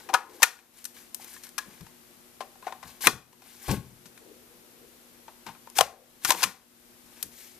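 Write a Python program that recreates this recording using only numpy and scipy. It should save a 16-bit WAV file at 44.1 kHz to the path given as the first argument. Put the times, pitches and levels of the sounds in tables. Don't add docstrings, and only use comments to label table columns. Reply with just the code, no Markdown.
import sys
import numpy as np
from scipy import signal
from scipy.fft import rfft, irfft, next_fast_len
from scipy.io import wavfile
from scipy.ndimage import uniform_filter1d, map_coordinates

SR = 44100
rng = np.random.default_rng(int(sys.argv[2]) if len(sys.argv) > 2 else 0)


def to_wav(sig):
    pcm = np.clip(np.atleast_2d(sig), -1, 1) * 32767
    pcm = np.round(pcm).astype(np.int16)
    wavfile.write(sys.argv[1], SR, pcm.T)


def linear_from_db(decibels):
    return 10 ** (np.asarray(decibels, float) / 20)


N = 334719

# (time [s], relative crack level [dB], pitch the blow favours [Hz],
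# hardness [0 polymer knock .. 1 steel tick], rattle decay t60 [s])
IMPACTS = [(0.0883, -32.5, 1150, .2, 0.064), (0.0964, -35.5, 770, 0.043, 0.049),
           (0.1326, -29.5, 770, 0.083, 0.017), (0.138, -13, 950, 0.33, 0.059),
           (0.143, -9.5, 1300, 0.15, 0.021), (0.421, -14.5, 934, 0.36, 0.054),
           (0.429, 1, 1496, 0.47, 0.031), (0.4329, -3.5, 1763, 0.41, 0.027),
           (0.589, -38, 2600, 0.37, 0.022), (0.7854, -41, 1420, 0.65, .02),
           (0.8418, -28, 1670, 0.87, 0.022), (0.8518, -19.5, 1690, 0.82, 0.027),
           (1.145, -19.5, 894, 1, 0.021), (1.1952, -48, 870, .16, 0.013), (1.2441, -33.5, 813, 0.86, 0.024),
           (1.3428, -49, 1700, 0.2, 0.022), (1.3634, -42.5, 1690, 0.26, .022),
           (1.435, -33.5, 1710, 0.63, 0.043), (1.467, -40, 1690, .48, .025),
           (1.4898, -39, 1700, 0.74, .015), (1.5801, -19, 1780, 0.54, 0.025),
           (1.5844, -19.5, 1680, 0.38, 0.028), (1.8076, -40.5, 1160, 0.57, 0.034),
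           (1.8654, -43, 840, 0.36, 0.033), (2.4051, -27.5, 700, 0.2, 0.084),
           (2.554, -53.5, 790, 0.19, 0.023), (2.625, -45, 1025, 0.17, 0.015),
           (2.6678, -32, 770, 0.041, 0.038), (2.6764, -35.5, 840, .06, 0.067),
           (2.7229, -34.5, 970, 0.095, 0.022), (2.8279, -37, 1110, 0.24, 0.067),
           (3.07, 2, 2170, 0.42, .014), (3.0759, -12, 1120, 0.27, 0.013), (3.089, -27.5, 1125, 0.19, 0.033),
           (3.3276, -41.5, 890, 0.38, 0.034), (3.4191, -44, 890, 0.34, 0.023), (3.691, -33, 890, 0.29, .03),
           (3.713, -22, 896, 0.51, 0.026), (3.763, -48, 900, 0.59, .02), (4.056, -40.5, 884, 0.53, 0.091),
           (4.1754, -39.5, 2090, 0.45, 0.035), (5.2795, -43, 880, 0.083, 0.063),
           (5.4647, -33, 870, 0.28, 0.044), (5.4897, -38.5, 876, 0.19, .025),
           (5.5484, -47, 1260, 0.26, .022), (5.6717, -43, 880, 0.11, .015), (5.6996, -32.5, 940, 0.92, .01),
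           (5.7836, -11.5, 1790, 0.56, 0.048), (5.787, -6.5, 804, 0.35, 0.01),
           (5.8084, -2, 700, 0.39, 0.022), (6.2478, -9.5, 1300, .5, 0.04), (6.3046, -2.5, 960, 0.45, 0.022),
           (6.3178, -13.5, 906, 0.42, .033), (6.3467, -26, 890, 0.19, 0.019),
           (6.4209, -14.5, 920, 0.42, .02), (6.429, -4, 1547, 0.45, 0.058),
           (6.437, -4.5, 1227, 0.51, 0.033), (7.2266, -17.5, 1780, 0.84, 0.026)]
# (frequency [Hz], base level [dB], undamped-by-hand t60 [s])
SHELL_MODES = [(486, 1.5, 0.012), (616, 1, 0.01), (770, 2, 0.029), (930, 3, 0.027), (1049, 4, 0.077),
               (1125, -3, 0.27), (1160, -6, 0.019), (1282, -4.5, 0.073), (1442.6, -3, 0.046),
               (1690, 0, 0.05), (1833, -3.5, 0.044), (2180, -6, 0.017), (2456, 0, 0.034),
               (2980, -8.5, 0.0044), (4110, -4, 0.012), (4967, -16, 0.0026)]
# (frequency [Hz], relative density [dB])
CRACK_SPECTRUM = [(180, -33), (300, -24.5), (1010, -0.5), (2270, -0.5), (4300, -4), (6180, -2.5),
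                  (7160, -6), (13600, -8.5), (15300, -35.5)]


def contacts(room_db=-13):
    out = np.zeros((2, N + SR))
    t = np.arange(SR // 5) / SR
    for start_s, level_db, favoured_hz, hardness, t60 in IMPACTS:
        ring_db = 11 + hardness * (-31.5 - 11)
        bright_db = -7 + hardness * (10 - -7)
        colour = lambda f: linear_from_db(along(CRACK_SPECTRUM, f) + bright_db * np.log2(f / 5000 + 0.06))

        swell = linear_from_db(-60 * t / max(t60, .004)) * (1 - np.exp(-t / 0.001))
        burst = rng.standard_normal((2, len(t))) * swell
        fine_rattle = burst[1] - uniform_filter1d(burst[1], size=7)
        burst[1] = 0.64 * burst[0] + 0.42 * fine_rattle
        crack = filtered(burst, colour)
        crack_gain = linear_from_db(level_db + 1.5) / abs(crack[0]).max()

        blow = np.linalg.norm(swell) * (t == t[30])
        blow_click = crack_gain * filtered(blow, colour)
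        ring = filtered(blow + burst[0], favouring(SHELL_MODES, favoured_hz, fall_db=12.5, focus_db=5.5))
        ring = linear_from_db(level_db + ring_db) * ring / abs(ring).max()

        sound = linear_from_db(room_db) * echo(ring + blow_click)
        sound[:, :len(t)] += ring + crack_gain * crack + 0.13 * blow_click
        start = round(start_s * SR)
        out[:, start:][:, :sound.shape[1]] += sound[:, :N + SR - start]
    return out[:, :N]


def favouring(modes, hz, fall_db, focus_db):
    excited = []
    for f, level, t60 in modes:
        octaves = abs(np.log2(f / hz))
        focus = focus_db * np.exp(-(octaves / 0.087) ** 2)
        excited.append((f, level - fall_db * octaves + focus + rng.normal(0, 1), t60))
    return ringing(excited)


def ringing(modes, damping=1):
    def response(f):
        total = 0
        for k, (centre, db, t60) in enumerate(modes):
            width = damping * np.log(1000) / (np.pi * t60)
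            resonance = 1j * f * width / (centre * centre - f * f + 1j * f * width)
            total = total + (-1) ** k * linear_from_db(db) * resonance
        return total
    return response


# (frequency [Hz], relative density [dB])
SCRAPE_SPECTRUM = [(880, -29), (1500, -10.5), (2270, -2.5), (2480, -7), (4860, -5.5), (13100, -4.5),
                   (14600, -0.5), (15000, -45)]


def slides(room_db=-8):
    scrape_gain, shell_gain = strokes(rub_curves())
    scrape = unit(filtered(grit(patchy_db=2.5), lambda f: linear_from_db(along(SCRAPE_SPECTRUM, f))))
    shell = unit(filtered(grit(patchy_db=5.0), ringing(SHELL_MODES, damping=3.3)))
    direct = scrape_gain * scrape + shell_gain * shell
    return direct + linear_from_db(room_db) * echo(direct)[:, :N]


# (start [s], catch [s], relative scrape level at the catch [dB], shell level over scrape [dB])
SLIDES_HOME = [(0.402, 0.421, -43, 4.5), (3.009, 3.064, -26, -7.5), (3.599, 3.684, -44, -14.5),
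               (5.755, 5.777, -28.5, -10), (5.798, 5.805, -32, 4), (6.217, 6.243, -40, -8),
               (6.262, 6.297, -23.5, -7), (6.327, 6.414, -29.5, -5.5), (7.061, 7.219, -54, -3)]
# (start [s], strongest [s], end [s], relative scrape level at the strongest [dB], shell level over scrape [dB])
RUBBINGS = [(0, -0.001, 0.12, -56, 2.5), (0.295, 0.347, 0.49, -52, -3.5), (0.507, 0.541, 0.67, -53.5, 2.5),
            (.74, 0.795, 0.86, -50.5, -10.5), (0.944, .974, 1.08, -50, -8), (1.2, 1.222, 1.34, -48, -5.5),
            (1.276, 1.36, 1.44, -49, -21), (1.429, 1.458, 1.49, -47, -16), (1.652, 1.71, 1.95, -57, -1),
            (2.632, 2.68, 2.77, -59, 10), (2.847, 2.876, 2.98, -51, -2.5), (3.422, 3.478, 3.99, -52.5, -9),
            (3.682, 3.716, 3.772, -36, 0.5), (5.463, 5.48, 5.52, -52.5, 7), (7.318, 7.425, 7.6, -48.5, -21)]


def rub_curves():
    rise_db, fade_in_db, fade_out_db = 14, 6.5, 16
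    point = lambda s, db, shell_db: (s, db, db + shell_db)
    curves = []
    for start, catch, db, shell_db in SLIDES_HOME:
        curves.append([point(start, db - rise_db, shell_db), point(catch, db, shell_db)])
    for start, strongest, end, db, shell_db in RUBBINGS:
        curves.append([point(start, db - fade_in_db, shell_db), point(strongest, db, shell_db),
                       point(end, db - fade_out_db, shell_db)])
    return curves


def grit(patchy_db):
    z = signal.stft(rng.standard_normal(N), nperseg=128)[2]
    field = uniform_filter1d(rng.standard_normal(z.shape), size=7, axis=0)
    field = uniform_filter1d(field, size=5, axis=1)
    noise = signal.istft(z * linear_from_db(patchy_db * unit(field)), nperseg=128)[1][:N]
    return noise * linear_from_db(1.2 * wobble(90))


def strokes(curves):
    t, total = np.arange(N) / SR, 0
    for rows in curves:
        s, *levels = np.transpose(rows)
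        edge = np.clip(np.minimum((t - s[0]) / .003, (s[-1] - t) / .009) + 1, 0, 1)
        total = total + edge * linear_from_db(np.array([np.interp(t, s, db) for db in levels]))
    return total


# (time [s], relative level [dB], pitch the push favours [Hz])
STOCK_LANDINGS = [(1.661, -44, 210), (1.803, -39.5, 70.0), (2.843, -46.5, 120.4), (3.063, -23, 401.5),
                  (3.127, -31.5, 163), (3.68, -19, 82), (3.701, -22.5, 234), (3.715, -25.5, 216),
                  (3.735, -26.5, 114.4), (3.769, -42, 148), (4.048, -50, 206.7), (5.463, -41.5, 225),
                  (5.8, -38, 76.4), (6.239, -40, 206.4), (6.337, -34.5, 299), (6.436, -30.5, 283),
                  (7.23, -46, 234)]
# (frequency [Hz], base level [dB], t60 [s])
BENCH_MODES = [(54.3, -4.5, 0.061), (82, -1.5, 0.15), (121, -1, 0.089), (170, 0, 0.044), (200, 1, 0.079),
               (234, -2.5, 0.14), (309.3, -5, 0.029), (423, -6, 0.052), (490, -8.5, 0.025)]


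def bench(room_db=-18):
    push_s, settle_s = 0.0028, 0.026
    out = np.zeros(N + SR)
    t = np.arange(SR // 2) / SR
    for start_s, level_db, favoured_hz in STOCK_LANDINGS:
        push = t / push_s * np.exp(-t / push_s)
        bumps = 5.8 * uniform_filter1d(rng.standard_normal(len(t)), size=15) * np.exp(-t / settle_s)
        thud = filtered(push + bumps, favouring(BENCH_MODES, favoured_hz, fall_db=7, focus_db=0))
        out[round(start_s * SR):][:len(t)] += linear_from_db(level_db) * thud / abs(thud).max()
    return out[:N] + linear_from_db(room_db) * echo(out[:N])[:, :N]


# (frequency [Hz], t60 [s])
ROOM_DECAY = [(150, 0.8), (1000, 0.35), (4000, .3), (12000, 0.29)]


def echo(x, seconds=0.44, split_hz=1500):
    noise = rng.standard_normal((2, int(SR * seconds)))
    hz, t, z = signal.stft(noise, SR, nperseg=256)
    apart = (hz / (hz + split_hz))[:, None]
    z[1] = apart * z[1] + np.sqrt(1 - apart ** 2) * z[0]
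    decay = linear_from_db(-60 * t / along(ROOM_DECAY, hz)[:, None])
    tail = signal.istft(z * decay, SR, nperseg=256)[1]
    delayed = np.pad(x, (220, 0))[None]
    return signal.fftconvolve(delayed, tail / np.linalg.norm(tail[0]), axes=1)


# (frequency [Hz], left-to-right level [dB])
NEAR_LEVEL = [(100, 8), (600, 7), (2000, 7), (5000, 8), (14000, 8)]
# (frequency [Hz], left minus right phase [rad])
NEAR_PHASE = [(500, 0), (2000, -.4), (5000, -1), (12000, -1.6)]


def ports(x):
    half = np.array([[.5], [-.5]])
    level = lambda f: linear_from_db(half * along(NEAR_LEVEL, f) - .5)
    return filtered(x, lambda f: level(f) * np.exp(1j * half * along(NEAR_PHASE, f)))


# (frequency [Hz], relative level [dB])
LAMP_PARTIALS = [(120, -86), (239.5, -66), (359, -71), (479, -75.5), (599, -91), (719, -91.5)]


def lamp_hum():
    t = np.arange(N) / SR
    hum = 0
    for hz, db in LAMP_PARTIALS:
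        level = linear_from_db(db + 1.3 * wobble(12)) * np.sqrt(2)
        hum = hum + level * np.sin(2 * np.pi * hz * t + 0.22 * wobble(8.2))
    return hum * sides(5.6)


# (time [s], relative level [dB])
RUSH_CURVES = [
    [(0.0, -69), (0.126, -51.5), (0.4, -57)],
    [(4.0, -73.5), (4.322, -57.5), (5.25, -71.5)],
]


def low_rush():
    resonances = ringing([(326, -0.94, .03), (477, -1, .02)])
    band = unit(filtered(rng.standard_normal((2, N)), resonances))
    partly_shared = 0.61 * band[0] + .6 * band
    return strokes(RUSH_CURVES) * linear_from_db(3.2 * wobble(12)) * partly_shared * sides(4)


# (frequency [Hz], relative density [dB])
HISS_SPECTRUM = [(15, -47.5), (25, -11), (186, -11), (237, -6.5), (286, -9), (363, -6), (427, -13.5),
                 (488, -13.5), (604, -11.5), (833, -13), (1500, -15.5), (8320, -19), (13500, -16),
                 (15000, -24.5)]
# (frequency [Hz], left-right likeness [-1 .. 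1])
HISS_LIKENESS = [(60, 0.22), (240, 0.48), (940, 0.013), (3740, 0.077), (14800, -0.01)]
# (frequency [Hz], left-to-right level [dB])
HISS_BALANCE = [(60, -2), (180, 8), (540, 1.5), (1640, 3.5), (4920, 3), (14800, 8.5)]


def microphone_hiss():
    turn = lambda f: np.arccos(np.clip(along(HISS_LIKENESS, f), 0, 1)) / 2
    colour = lambda f: linear_from_db(along(HISS_SPECTRUM, f)) * [np.cos(turn(f)), np.sin(turn(f))]
    mid, side = filtered(rng.standard_normal((2, N)), colour)
    half = np.array([[.5], [-.5]])
    hiss = filtered(np.array([mid + side, mid - side]), lambda f: linear_from_db(along(HISS_BALANCE, f) * half))
    return linear_from_db(-55) * unit(hiss)


def unit(x):
    return x / np.sqrt(np.mean(x ** 2) + 1e-20)


def along(points, hz):
    f, v = np.transpose(points)
    return np.interp(np.log(hz + 1), np.log(f + 1), v)


def filtered(x, response):
    m = next_fast_len(x.shape[-1] + 8192)
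    spectrum = rfft(x, m) * response(np.fft.rfftfreq(m, 1 / SR))
    return irfft(spectrum, m)[..., :x.shape[-1]]


def wobble(rate):
    knots = rng.standard_normal(int(N * rate / SR) + 4)
    return map_coordinates(knots, [np.arange(N) * rate / SR])


def sides(db):
    pair = linear_from_db(np.array([[db / 2], [-db / 2]]))
    return pair / pair.mean()


def scene():
    near = ports(contacts() + slides() + bench())
    return near + lamp_hum() + low_rush() + microphone_hiss()


def low_pass(x):
    return signal.sosfilt(signal.butter(12, 15410, fs=SR, output="sos"), x)


def record(dry):
    power = np.mean(dry ** 2, axis=0)
    for seconds in (.05, .06, .07):
        keep = np.exp(-1 / (seconds * SR))
        power = signal.lfilter([1 - keep], [1, -keep], power)
    gain = (1 + power / linear_from_db(-59.5)) ** -.4
    limited = filtered(dry, lambda f: linear_from_db(np.clip(-.25 * (f - 14250), -52, 0)))
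    mix = np.clip(limited * gain, -1, 1)
    return low_pass(mix)


dry = scene()
out = record(dry)
to_wav(out)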